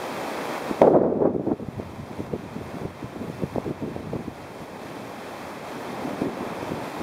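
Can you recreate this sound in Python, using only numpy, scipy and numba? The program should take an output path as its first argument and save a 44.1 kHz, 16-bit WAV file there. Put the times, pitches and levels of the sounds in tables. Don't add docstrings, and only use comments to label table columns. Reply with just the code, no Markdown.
import sys
import numpy as np
from scipy import signal
from scipy.fft import rfft, irfft, next_fast_len
from scipy.io import wavfile
from scipy.ndimage import map_coordinates
from numba import njit

SR = 44100
rng = np.random.default_rng(int(sys.argv[2]) if len(sys.argv) > 2 else 0)


def pcm_store(signal):
    levels = np.round(np.clip(np.atleast_2d(signal), -1, 1) * 32767)
    wavfile.write(sys.argv[1], SR, levels.astype(np.int16).T)


N = 309582
TIME = np.arange(N) / SR

# (time [s], relative level [dB], brightness [dB per two octaves])
BREAKING_WAVES = [(0, -40.7, 0), (0.4, -40, -0.5), (0.8, -41.5, -1), (1.3, -43.5, -1.7), (1.9, -47.5, -1),
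                  (2.35, -51, -0.8), (2.68, -48, -1.1), (2.95, -51, -1), (3.5, -48.5, 0), (3.75, -49, -2),
                  (4.3, -49.5, -0.7), (5.1, -47.4, 0), (5.7, -45, -0.6), (6.4, -42.5, -2.4),
                  (7.02, -42, -0.5)]
# (frequency [Hz], relative density [dB])
WHITE_WATER_SPECTRUM = [(20, -55), (50, -29), (100, -16.5), (160, -8.5), (240, -1), (600, 0.5),
                        (1000, -2.5), (1450, -10), (2500, -12), (3800, -19.5), (7500, -27.5),
                        (10700, -28.5), (13000, -27), (15500, -34)]

# (time [s], turbulence level [dB], level of slow eddies round the hand [dB],
# regular vortex shedding against the turbulence [dB])
BREEZE = [(0, -45.5, -56.5, -3), (.65, -46, -56.5, -2.5), (1.1, -39, -27, -3.5), (1.7, -40.5, -36, -14),
          (2.4, -40.5, -41, -18), (3.0, -47, -45.5, -12), (4.1, -44.5, -40, -15), (4.55, -50, -47, -11.5),
          (4.9, -40, -57, -2.5), (5.5, -46, -54.5, 2.5), (6.15, -34.5, -49, 15), (6.6, -37.5, -48.5, -5.5),
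          (7.02, -39.5, -56, -15)]
# (time [s], level [dB])
HARD_GUST = [(.8, -42), (.822, -12), (.9, -10), (.96, 0), (1.07, 2), (1.16, -6), (1.26, 0), (1.32, -9),
             (1.43, -14), (1.52, -12), (1.57, -31)]
# (start [s], hold [s], level [dB])
PUFFS = [(0.703, 0.0085, -29), (0.831, 0.023, -10), (0.874, 0.0081, -1), (.938, 0.026, 3),
         (1.225, 0.051, 1.5), (1.495, 0.024, -9), (1.602, 0.031, -20), (1.798, 0.034, -26),
         (2.192, .01, -31), (2.321, 0.031, -26.5), (2.424, 0.014, -31), (2.561, 0.046, -31),
         (2.743, 0.022, -29), (2.816, 0.038, -25), (3.031, 0.014, -33), (3.162, 0.14, -32.5),
         (3.219, 0.021, -27.5), (3.42, 0.033, -27), (3.553, 0.034, -28), (3.664, 0.029, -20),
         (3.816, 0.096, -29.5), (3.963, 0.055, -31.5), (4.057, 0.014, -31), (4.136, 0.0657, -25.5),
         (4.275, 0.0094, -32), (4.612, 0.021, -39), (5.763, .025, -31.5), (6.051, .025, -29),
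         (6.222, 0.069, -21), (6.413, 0.013, -30), (6.455, 0.021, -29), (6.516, .012, -29.5),
         (6.717, 0.068, -31), (7.002, 0.027, -26.5)]
PUFF_ATTACK_S, PUFF_RELEASE_S = .009, .014
# (frequency [Hz], relative density [dB])
EDDY_SPECTRUM = [(15, -34), (40, -22), (85, -7.5), (170, 1), (310, 0.5), (470, -6.5), (680, -14.5),
                 (1100, -22.5), (2000, -34), (5000, -61)]
CALM_DB, CALM_HZ, DB_PER_OCTAVE = -33, 247.8, 41
FRONT_OCTAVES, FRONT_S = .8, .085
BREEZE_HZ, BREEZE_DB = 270, -30

# (frequency [Hz], relative density [dB])
RUMBLE_SPECTRUM = [(15, -38), (40, -22), (90, -2), (150, -0.5), (250, -10), (600, -48), (3000, -76)]
# (time [s], level [dB], swing rate [Hz])
THUMPS = [(0.713, -11, 292), (0.818, 9, 593), (1.015, 5, 600), (1.364, 7, 330.5), (1.397, -2.5, 397),
          (1.518, 2, 434), (1.5981, -9.5, 436), (1.687, -8, 181), (1.7992, -7, 420), (2.2051, -12.5, 320),
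          (2.3378, -9.5, 352), (2.8519, -20, 340.8), (3.16, -19.5, 487), (3.424, -12.5, 345),
          (3.56, -8, 596), (3.583, -4, 490.3), (3.6697, -24, 296.2), (3.9636, -12.5, 471),
          (4.1342, -12, 423.7), (6.22, -8.5, 306.5), (6.283, -13, 329), (6.417, -17, 320.2),
          (6.6295, -13, 406.5), (6.7199, -11.5, 308)]

# (frequency [Hz], width [Hz])
RESPONSE_DIPS = [(2885, 270), (7830, 120), (11700, 1020)]
TOP_HZ = 15720


def undb(db):
    return 10 ** (np.asarray(db) / 20)


def unit(x):
    return x / np.sqrt(np.mean(x ** 2))


def curves(table):
    times, *columns = np.transpose(table)
    return [np.interp(TIME, times, column) for column in columns]


def colour(x, spectrum):
    hz, db = np.transpose(spectrum)
    size = next_fast_len(len(x))
    bin_hz = np.maximum(np.arange(size // 2 + 1) * SR / size, 1)
    gain = undb(np.interp(np.log(bin_hz), np.log(hz), db))
    return unit(irfft(rfft(x, size) * gain, size)[:len(x)])


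def walk(rate):
    knots = rng.standard_normal(4096)
    return unit(map_coordinates(knots, [TIME * rate], order=1, mode="wrap"))


def surf(level_db=10.0, churn_db=0.6, patchy_db=0.5, fizz_db=-9, bubble_spread_db=3):
    wave_db, bright_db = curves(BREAKING_WAVES)
    pops = rng.standard_normal(N) * (rng.random(N) < 2500 / SR)
    pops *= undb(bubble_spread_db * np.minimum(rng.exponential(size=N), 4))
    wash = rng.standard_normal(N)
    rest = colour(wash + undb(fizz_db) * unit(pops), WHITE_WATER_SPECTRUM)
    water = 0
    for hz in 250 * 2 ** np.arange(7):
        lowpass = signal.butter(2, hz, fs=SR, output="sos")
        band = signal.sosfiltfilt(lowpass, rest)
        rest = rest - band
        tilt = np.log2(hz / 2500) / 2
        water = water + band * undb(bright_db * tilt + patchy_db * walk(25))
    return water * undb(level_db + wave_db + churn_db * walk(13))


def wind_strength():
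    breeze_db, _, _ = curves(BREEZE)
    gust_db = np.interp(TIME, *np.transpose(HARD_GUST), left=-np.inf, right=-np.inf)
    power = undb(breeze_db) ** 2 + undb(gust_db) ** 2
    for start, hold, db in PUFFS:
        early = np.maximum(start - TIME, 0)
        late = np.maximum(TIME - start - hold, 0)
        decay = np.minimum(early / PUFF_ATTACK_S + late / PUFF_RELEASE_S, 20)
        power = power + undb(db) ** 2 * np.exp(-2 * decay)
    return 10 * np.log10(power)


def eddy_pitch(wind_db):
    age = TIME - HARD_GUST[0][0]
    front = FRONT_OCTAVES * (age > 0) * np.exp(-(age / FRONT_S) ** 2)
    climb = np.maximum(wind_db - CALM_DB, 0) / DB_PER_OCTAVE
    return CALM_HZ * 2 ** (climb + front)


def wind(flutter_db=3.5, gale_flutter_db=2.5, shedding_q=1.8):
    wind_db = wind_strength()
    _, _, shedding_db = curves(BREEZE)
    travel = [np.cumsum(eddy_pitch(wind_db) / BREEZE_HZ)]
    eddies = colour(rng.standard_normal(2 * N), EDDY_SPECTRUM)
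    wake = colour(rng.standard_normal(2 * N), EDDY_SPECTRUM)
    wake = unit(signal.lfilter(*signal.iirpeak(BREEZE_HZ, shedding_q, fs=SR), wake))
    eddies = map_coordinates(eddies, travel, order=3, mode="wrap")
    wake = map_coordinates(wake, travel, order=3, mode="wrap")
    shedding = undb(shedding_db)
    pressure = (eddies + shedding * wake) / np.hypot(1, shedding)
    depth_db = np.interp(wind_db, [BREEZE_DB, 0], [flutter_db, gale_flutter_db])
    flutter = unit(undb(depth_db * walk(110)))
    return pressure * flutter * undb(wind_db)


def rumble(sway_db=3.0):
    _, rumble_db, _ = curves(BREEZE)
    slow_eddies = colour(rng.standard_normal(N), RUMBLE_SPECTRUM)
    return slow_eddies * undb(rumble_db + sway_db * walk(18))


def thumps(cycles=0.35):
    out = np.zeros(N)
    for time, db, hz in THUMPS:
        near = np.abs(TIME - time) < .02
        turn = (TIME[near] - time) * hz
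        envelope = 1 / np.cosh(turn / cycles * np.pi / 2)
        out[near] += undb(db) * np.sin(2 * np.pi * turn) * envelope
    return out


@njit
def gain_control(x, threshold, attack_db, release_s, sense_hz):
    y, bass, cut_db = np.empty(len(x)), 0., 0.
    for i in range(len(x)):
        y[i] = x[i] * 10 ** (-cut_db / 20)
        bass += (y[i] - bass) * 2 * np.pi * sense_hz / SR
        over = np.tanh(max(abs(bass) / threshold - 1, 0.))
        cut_db += (attack_db * over - cut_db / release_s) / SR
    return y


def scene(port_hz=800):
    port = signal.butter(2, port_hz, fs=SR, output="sos")
    buffeting = signal.sosfilt(port, wind() + thumps() + rumble())
    return (surf() + buffeting)[None]


def record(dry, threshold_db=-28.5, attack_db=220, release_s=0.28, sense_hz=450):
    y = gain_control(dry[0], float(undb(threshold_db)), float(attack_db), float(release_s), float(sense_hz))
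    y = np.clip(y, -1, 1)
    for hz, width in RESPONSE_DIPS:
        y = signal.lfilter(*signal.iirnotch(hz, hz / width, fs=SR), y)
    top_cut = signal.ellip(10, .2, 70, TOP_HZ, fs=SR, output="sos")
    return signal.sosfilt(top_cut, y)[None]


dry = scene()
out = record(dry)
pcm_store(out)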